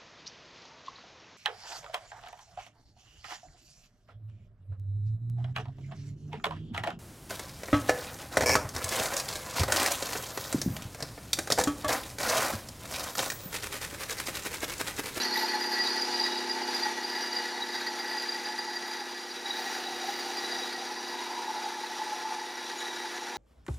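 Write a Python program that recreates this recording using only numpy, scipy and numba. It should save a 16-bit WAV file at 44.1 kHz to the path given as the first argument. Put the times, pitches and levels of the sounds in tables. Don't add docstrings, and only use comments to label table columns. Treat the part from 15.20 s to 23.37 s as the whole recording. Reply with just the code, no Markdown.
import sys
import numpy as np
from scipy import signal
from scipy.fft import rfft, irfft, next_fast_len
from scipy.io import wavfile
from scipy.ndimage import uniform_filter1d
from numba import njit

SR = 44100
rng = np.random.default_rng(int(sys.argv[2]) if len(sys.argv) > 2 else 0)


def volts_from_db(level):
    exponent = np.asarray(level, float) / 20
    return 10 ** exponent


def log_audio(samples):
    frames = np.atleast_2d(samples).T
    limited = np.clip(frames, -1, 1)
    pcm = np.round(limited * 32767).astype(np.int16)
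    wavfile.write(sys.argv[1], SR, pcm)


N = 360297
TIME = np.arange(N) / SR


def unit(x):
    return x / np.sqrt(np.mean(x ** 2))


def curves(table):
    start_s, *columns = np.transpose(table)
    return [np.interp(TIME, start_s, column) for column in columns]


def walk(rate_hz):
    hold = int(SR * 1 / rate_hz)
    steps = np.repeat(rng.standard_normal(N // hold + 1), hold)
    return unit(uniform_filter1d(uniform_filter1d(steps, hold), hold)[:N])


def ring(x, modes):
    out = 0
    for pitch_hz, width_hz, level_db in modes:
        peak = np.concatenate(signal.iirpeak(pitch_hz, pitch_hz / width_hz, SR))
        out = out + volts_from_db(level_db) * signal.sosfilt([peak, peak], x)
    return out


def colour(x, spectrum):
    pitch_hz, level_db = np.transpose(spectrum)
    size = next_fast_len(N)
    bins_hz = np.fft.rfftfreq(size, 1 / SR) + 1
    gain = volts_from_db(np.interp(np.log(bins_hz), np.log(pitch_hz), level_db))
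    return irfft(rfft(x, size) * gain, size)[:N]


@njit
def sliding(x, pitch_hz, width_hz):
    y, band, low = np.empty(len(x)), 0., 0.
    for i in range(len(x)):
        g, k = np.tan(np.pi * pitch_hz[i] / SR), width_hz / pitch_hz[i]
        v = (band + g * (x[i] - low)) / (1 + g * (g + k))
        band, low, y[i] = 2 * v - band, low + 2 * g * v, k * v
    return y


LOOP_SETS = 119


def strikes(sets, jitter=0.048, wear_db=4.5, scatter_db=2.0):
    k = np.arange(1, int(sets[-1]))
    worn = rng.standard_normal((LOOP_SETS, 2))[k % LOOP_SETS]
    grain = rng.standard_normal((N // 40, 2))[k]
    at = np.interp(k + jitter * (worn[:, 0] + grain[:, 0]), sets, np.arange(N))
    place = at.astype(int) + np.arange(-7, 9)[:, None]
    click = np.sinc(place - at) * np.cos(np.pi * (place - at) / 16) ** 2
    size = volts_from_db(wear_db * worn[:, 1] + scatter_db * grain[:, 1])
    clicks = np.bincount(np.clip(place, 0, N - 1).ravel(), (click * size).ravel(), N)
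    return unit(clicks - uniform_filter1d(clicks, 200))


# start_s, level_db
CUT_LEVEL = [(0, 10.5), (.1, 2.5), (.16, 6.5), (.5, 1), (.6, 4.5), (1.1, 3), (1.46, 0), (1.5, 4), (1.7, 3),
             (1.76, 0.5), (2.2, 1), (2.4, 0), (3.05, -0.5), (3.3, -1), (4.2, -3), (4.3, -1), (4.45, 2),
             (4.75, -0.5), (5.2, 1.5), (5.8, -1.5), (6.9, -1), (7.2, -3), (7.7, -.5), (8.17, -2)]
# start_s, level_db
BOARD_RING = [(0, -7), (.2, 1), (2.5, -1), (3.6, 1.5), (4.2, -3.5), (5.6, -2.5), (6.1, 2), (6.3, 4.5),
              (6.48, 5), (6.6, 1.5), (6.75, 1.5), (6.85, 4.5), (7.08, 4.5), (7.25, 4), (8.17, -2)]
BOARD_UPPER_RING = [(0, -2.5), (2.5, -1.5), (3.5, -4), (5.4, -4), (5.8, 7), (6.15, 11), (6.4, 5), (6.55, 1),
                    (7.1, 9), (7.6, 1), (8.17, 0)]
BLADE_LOW_RING = [(0, 1.5), (.6, 3), (1.2, -1), (1.7, 2.5), (2.4, 3), (3.4, 3.5), (4.3, 0.5), (5, -1),
                  (5.8, -0.5), (8.17, 1.5)]
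BLADE_HIGH_RING = [(0, -2), (.2, 2), (.45, 2.5), (.6, 11), (.85, 9.5), (.9, 4), (.95, 10.5), (1.06, 7.5),
                   (1.12, 2), (1.45, -0.5), (1.9, 0), (2.15, 7), (2.55, -2), (3.1, 2), (4.4, -2.5),
                   (5.4, 2), (5.9, -3), (8.17, -10)]
BLADE_FLANKS_RING = [(0, 7), (.5, -2), (.6, 7), (1.05, 7), (1.4, 2), (2.15, 5), (2.6, -2), (4.2, -6),
                     (5.5, 2), (6.3, 1.5), (7.1, 1), (7.6, -0.5), (8.17, -6)]
GUIDE_RING = [(0, -7), (.9, -8), (1.08, 7), (1.4, -6), (2.3, 0), (3.4, -1.5), (4.1, 0), (4.3, 3.5),
              (4.9, -0.5), (5.3, 2.5), (5.9, -0.5), (6.6, 0.5), (7.2, -2), (7.55, 2.5), (7.75, 2),
              (7.9, -5), (8.17, 2)]
WHISPER_RING = [(0, -10), (2, 1), (4, 1), (4.3, 5), (4.9, 8), (5.2, 6), (5.6, 1), (7.4, 1), (7.75, 4),
                (8.17, -1)]
FIZZ_RING = [(0, 11), (.1, 4), (.17, 16.5), (.3, 6.5), (.9, 0), (1.25, -10), (1.45, -8), (1.5, 7),
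             (1.72, 8.5), (1.78, 0), (4.2, -4), (4.4, 0), (8.17, -13)]


def levels():
    shared = curves(CUT_LEVEL)[0]
    table_fade_db = 1.46 * TIME
    table_entry_db = 4 * np.exp(-TIME / 0.53)
    return dict(rasp=shared - 42 + 0.2 * TIME,
                board=shared - 45 + curves(BOARD_RING)[0],
                upper=shared - 53 + curves(BOARD_UPPER_RING)[0],
                low=shared - 45.5 + curves(BLADE_LOW_RING)[0],
                high=shared - 48 + curves(BLADE_HIGH_RING)[0],
                flanks=shared - 52.5 + curves(BLADE_FLANKS_RING)[0],
                guide=shared - 48.5 + curves(GUIDE_RING)[0],
                whisper=shared - 70.5 + curves(WHISPER_RING)[0],
                table=shared - 47.5 - table_fade_db + table_entry_db,
                fizz=shared - 65.5 + curves(FIZZ_RING)[0])


MOTOR_THROB_HZ = 56.26
# start_s, tooth_sets_per_s
TEETH = [(0, 965), (1.5, 962.5), (3, 961), (4, 959.5), (5.5, 959.5), (8.17, 957)]
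# start_s, level_db
EVENNESS = [(0, 1), (2, 3), (4, 2), (5.6, 0), (6, -6), (8.17, -5)]
# start_s, level_db
WHISTLE = [(0, -60), (2.2, -58), (2.8, -52), (3.6, -48.5), (4.1, -53.5), (4.5, -55), (5.5, -60),
           (8.17, -66)]
# start_s, pitch_hz, level_db
FREE_END = [(0, 855, -46), (3.7, 850, -48), (4.2, 815, -50), (4.4, 763, -43), (5.3, 797, -44.5),
            (5.8, 787, -49), (6.1, 847, -47), (6.4, 810, -44), (6.6, 850, -53), (6.9, 830, -43),
            (7.3, 854, -49.5), (8.17, 836, -45)]
# pitch_hz, level_db (per Hz)
RASP = [(40, -58), (100, -33.5), (200, -25.5), (320, -15.5), (1000, -14), (1500, -10), (2150, -14),
        (2620, -13), (2800, -15.5), (4300, -14), (5250, -16.5), (6200, -16), (7900, -29.5), (9000, -24.5),
        (12000, -29), (13500, -43), (15600, -42)]
# pitch_hz, width_hz (of one filter pass), level_db
FRAME = [(490, 60, 0), (1340, 90, -4), (1440, 50, -1), (2310, 90, -3), (3225, 80, -5), (3460, 140, -1),
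         (5650, 240, 5), (5810, 220, 3), (6185, 110, -3), (6745, 170, 2), (7330, 200, 1), (10520, 240, -1)]
BOARD = [(740, 35, -9), (770, 45, -13), (806, 35, -10), (848, 40, 0), (875, 38, 1)]
BOARD_UPPER = [(930, 40, -9), (968, 32, 0), (1020, 45, -7)]
BLADE_FLANKS = [(4650, 80, 1), (4975, 105, 2)]
WHISPER = [(14380, 330, 0), (15270, 300, -4)]
BLADE_LOW = [(1620, 150, -8), (1742, 90, -3), (1840, 110, -6), (1922, 62, 1), (1990, 80, -7),
             (2070, 45, -12)]
GUIDE = [(3843, 55, 0), (3900, 100, -5), (3995, 70, -7), (4090, 120, -14)]
TABLE = [(4250, 60, -5), (4325, 70, 0), (4382, 35, 2), (4505, 110, -5)]
BLADE_HIGH = [(4700, 80, -8), (4772, 42, 3), (4820, 55, -2), (4880, 60, -8)]
FIZZ = [(11020, 100, -7), (11320, 200, -9), (11630, 200, 0), (11980, 220, -1)]


def cut(turns, level):
    sets = np.cumsum(curves(TEETH)[0] + 1.5 * walk(25)) / SR
    clicks = volts_from_db(curves(EVENNESS)[0]) * strikes(sets)
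    wheel_db = 0.83 * np.cos(2 * np.pi * turns + 1.26) + 1.1 * np.cos(4 * np.pi * turns + 1.66)
    loop_db = 0.6 * np.cos(2 * np.pi * sets / LOOP_SETS + 3.14)
    motor_db = 1.4 * np.cos(2 * np.pi * MOTOR_THROB_HZ * TIME)
    chance_db = 0.16 * walk(21.82) + 0.6 * walk(9) + 0.68 * walk(70)
    bite_db = wheel_db + loop_db + motor_db + chance_db

    def part(body, level_db, strike_db, chatter_db, follow):
        force = volts_from_db(strike_db) * clicks + rng.standard_normal(N)
        gain = volts_from_db(follow * bite_db + chatter_db * walk(30))
        return volts_from_db(level_db) * unit(body(unit(gain) * force))

    def ringing(modes, *settings):
        return part(lambda x: ring(x, modes), *settings)

    whistle_db = curves(WHISTLE)[0] + 2.5 * walk(40)
    whistle = np.sqrt(2) * volts_from_db(whistle_db) * np.sin(5 * 2 * np.pi * sets)
    flutter_db = 0.15 * TIME * np.cos(2 * np.pi * turns + 2.5)
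    free_hz, free_db = curves(FREE_END)
    rasp = part(lambda x: colour(x + ring(x, FRAME), RASP), level["rasp"], -12.0, 0.66, 0.55)
    board = ringing(BOARD, level["board"] + flutter_db, -12, 0.56, 0.5)
    free_end = part(lambda x: sliding(x, free_hz, 55.0), free_db + flutter_db, -14.5, 2.3, 0.27)
    board_upper = ringing(BOARD_UPPER, level["upper"], -15, 1.0, 0.6)
    blade_flanks = ringing(BLADE_FLANKS, level["flanks"], -14, 0.61, 1.7)
    whisper = ringing(WHISPER, level["whisper"], -16, 1.8, 0.73)
    blade_low = ringing(BLADE_LOW, level["low"], -12.5, 0.52, 2.0)
    guide = ringing(GUIDE, level["guide"], -18.0, 1.0, 1.0)
    table = ringing(TABLE, level["table"], -27, 1.9, 0.68)
    blade_high = ringing(BLADE_HIGH, level["high"], -6, 0.94, 3.3)
    fizz = ringing(FIZZ, level["fizz"], -11, 1.8, 3.2)
    wood = board + free_end + board_upper
    blade = blade_low + blade_high + blade_flanks
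    return whistle + rasp + wood + blade + guide + table + whisper + fizz


# multiple, level_db
HUM = [(9, -28), (11, -28), (13, -15), (14, -15), (15, -8), (16, -15), (18, -16), (19, -16), (20, -16),
       (21, 0), (22, -15), (23, -9), (24, -17), (25, -14), (26, -23), (28, -13), (29, -10), (31, -19),
       (37, -16), (39, -18), (43, -13)]
# start_s, level_db
HUM_LEVEL = [(0, -40), (.3, -41.5), (1.4, -41.5), (2.2, -44.5), (3.2, -46), (4.1, -48), (4.4, -45),
             (5.3, -43.5), (5.9, -45.5), (6.4, -46.5), (7.3, -48.5), (7.7, -46), (8.17, -47)]


def hum(turns, waver_db=.9, drift_rad=0.14):
    tones = np.zeros(N)
    for multiple, level_db in HUM:
        fade_db = (multiple < 17) * 0.5 * (TIME - TIME.mean())
        gain = volts_from_db(level_db + waver_db * walk(6.1) - fade_db)
        phase = 2 * np.pi * (multiple * turns + rng.random()) + drift_rad * walk(4.6)
        tones += gain * np.sin(phase)
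    return volts_from_db(curves(HUM_LEVEL)[0]) * unit(tones)


# part, pitch_hz, spread_hz, level_db, length_ms
CHANCE_SQUEALS = [("board", 855, 25, 9, 14), ("low", 1915, 20, 9, 8.1), ("guide", 3880, 45, 9, 9.3),
                  ("table", 4390, 70, 9, 8), ("high", 4790, 67, 10, 5.7), ("rasp", 5700, 80, 2, 7.2),
                  ("rasp", 6720, 41, -5, 7.2)]
CHANCE_PER_S = [3, .6, 2, 1.2, 2.5, .8, 1]


def chance_squeals(level):
    scatter_db, length_spread = 2.5, 0.48
    rows = []
    for (name, pitch_hz, spread_hz, over_db, ms), per_s in zip(CHANCE_SQUEALS, CHANCE_PER_S):
        count = int(per_s * N / SR)
        at = rng.integers(0, N, count)
        pitch, size, length = rng.standard_normal((count, 3)).T
        peak_db = level[name][at] + over_db + scatter_db * size
        rows += zip(at / SR, peak_db, pitch_hz + spread_hz * pitch, ms * np.exp(length_spread * length))
    return rows


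# peak_s, level_db, pitch_hz, length_ms
SQUEALS = [(.01, -30, 3990, 17), (0.058, -25, 4620, 7), (.129, -22.5, 4360, 9.1), (.178, -26, 3910, 6.5),
           (.18, -32, 869, 24), (.26, -26, 4940, 4.5), (.296, -24.5, 4770, 7.3), (.347, -25.5, 4270, 6),
           (.421, -28.5, 4850, 20), (.538, -23, 4830, 5), (.8, -28, 4980, 12), (.853, -27, 4990, 10),
           (2.62, -35, 4330, 14), (2.67, -34, 4350, 12), (2.54, -34, 3850, 12), (.733, -24, 4800, 7),
           (.781, -24, 4780, 8), (.885, -29, 846, 19), (1.298, -29, 4820, 6), (2.025, -29, 5750, 7),
           (4.371, -31, 3930, 6.5), (4.386, -34, 875, 29), (4.67, -29, 3900, 8.4), (5.324, -28, 4740, 6.6),
           (5.437, -29.5, 3870, 15), (6.291, -26, 874, 5), (6.445, -27, 832, 8.8), (7.124, -28, 870, 9),
           (7.848, -29, 868, 6.4), (7.59, -37, 6750, 8), (7.195, -42, 4680, 12), (6.935, -29, 858, 17),
           (3.395, -34, 830, 12), (3.3, -33.5, 850, 45), (2.915, -30, 1925, 12), (0.036, -25.5, 5850, 7.1),
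           (0.141, -23, 4830, 5.6), (0.16, -23.5, 1930, 8.6), (0.336, -25.5, 1924, 7),
           (0.357, -25, 849, 26), (0.597, -27, 4780, 6), (0.602, -21.5, 1933, 19.3), (0.624, -21, 4800, 14),
           (0.67, -25, 3900, 11.5), (0.823, -20, 4780, 6.7), (0.951, -19, 4800, 4.5),
           (1.002, -26, 4770, 9.0), (1.041, -19.5, 4900, 4.6), (1.18, -28, 4830, 11),
           (1.315, -23.5, 4840, 9.1), (1.42, -25, 847, 7.1), (1.49, -28, 855, 16), (1.552, -25, 4840, 18),
           (1.636, -23, 4755, 15.8), (1.657, -28.5, 1915, 32), (1.666, -26, 848, 17),
           (1.849, -27, 4770, 12), (1.901, -27.5, 4760, 4.6), (2.131, -25, 4730, 7.8),
           (2.169, -27, 4790, 12.1), (2.189, -26, 4750, 13), (2.426, -27, 3880, 11.6),
           (2.973, -26.5, 1925, 19), (2.985, -27, 4820, 20), (3.094, -27.5, 4800, 15),
           (3.124, -26.0, 4750, 7.7), (3.392, -28, 4780, 14), (3.571, -28, 4740, 13),
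           (4.262, -30, 3880, 8.7), (4.31, -24.5, 3880, 8.7), (4.892, -27, 808, 10), (6.166, -33, 906, 5.9),
           (6.246, -29, 870, 4.8), (6.281, -25, 887, 10), (6.305, -22, 863, 12), (6.378, -26, 844, 11),
           (6.463, -25.5, 840, 10), (6.641, -25, 885, 8.7), (6.819, -22.5, 870, 11.4),
           (6.89, -30.5, 846, 42), (7.062, -23.5, 877, 24), (7.536, -30.5, 870, 16),
           (7.627, -35, 3910, 6.4)]


def squeals(level, rise=0.48, peaked=0.71, rough_db=1.0):
    rows = SQUEALS + chance_squeals(level)
    out, start_turns = np.zeros(N), rng.random(len(rows))
    for (peak_s, level_db, pitch_hz, length_ms), turn in zip(rows, start_turns):
        near = slice(max(int((peak_s - .05) * SR), 0), int((peak_s + .07) * SR))
        t = (TIME[near] - peak_s) * 1000 / length_ms
        swell = np.exp(-np.abs(t / np.where(t < 0, rise, 1 - rise)) ** peaked)
        out[near] += volts_from_db(level_db) * swell * np.sin(2 * np.pi * (pitch_hz * TIME[near] + turn))
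    return out * volts_from_db(rough_db * walk(180))


# start_s, pitch_hz, level_db
BEARING = [(0, 2902, -58), (.6, 2897, -57), (1.9, 2894, -54), (2.2, 2893, -53), (2.5, 2888, -63),
           (3.6, 2882, -61), (4.3, 2884, -64), (4.6, 2888, -54), (4.9, 2895, -56), (5.4, 2895, -60),
           (6.1, 2894, -57), (6.4, 2890, -65), (7.2, 2882, -62), (8.17, 2890, -67)]


def bearing():
    pitch_hz, level_db = curves(BEARING)
    pitch_hz = pitch_hz + 2.5 * walk(8)
    gain = np.sqrt(2) * volts_from_db(level_db + 2 * walk(12))
    return gain * np.sin(2 * np.pi * np.cumsum(pitch_hz) / SR)


def room(blade):
    t60_s, level_db = .25, -12
    lag = TIME[:SR // 2]
    tail = rng.standard_normal(len(lag)) * volts_from_db(-60 * lag / t60_s)
    return volts_from_db(level_db) * signal.fftconvolve(blade, tail / np.sqrt(np.sum(tail ** 2)))[:N]


# start_s, turns_per_s
WHEELS = [(0, 16.83), (1.5, 16.8), (2, 16.78), (8.17, 16.765)]


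def scene():
    turns = np.cumsum(curves(WHEELS)[0]) / SR
    level = levels()
    blade = cut(turns, level) + squeals(level) + bearing()
    return np.tile(hum(turns) + blade + room(blade), (2, 1))


def roll_off(x):
    return signal.sosfilt(signal.butter(12, 15700, fs=SR, output="sos"), x)


def record(dry):
    bass_cut = signal.butter(2, 60, "high", fs=SR, output="sos")
    mix = signal.sosfilt(bass_cut, dry)
    return roll_off(mix)


dry = scene()
out = record(dry)
log_audio(out)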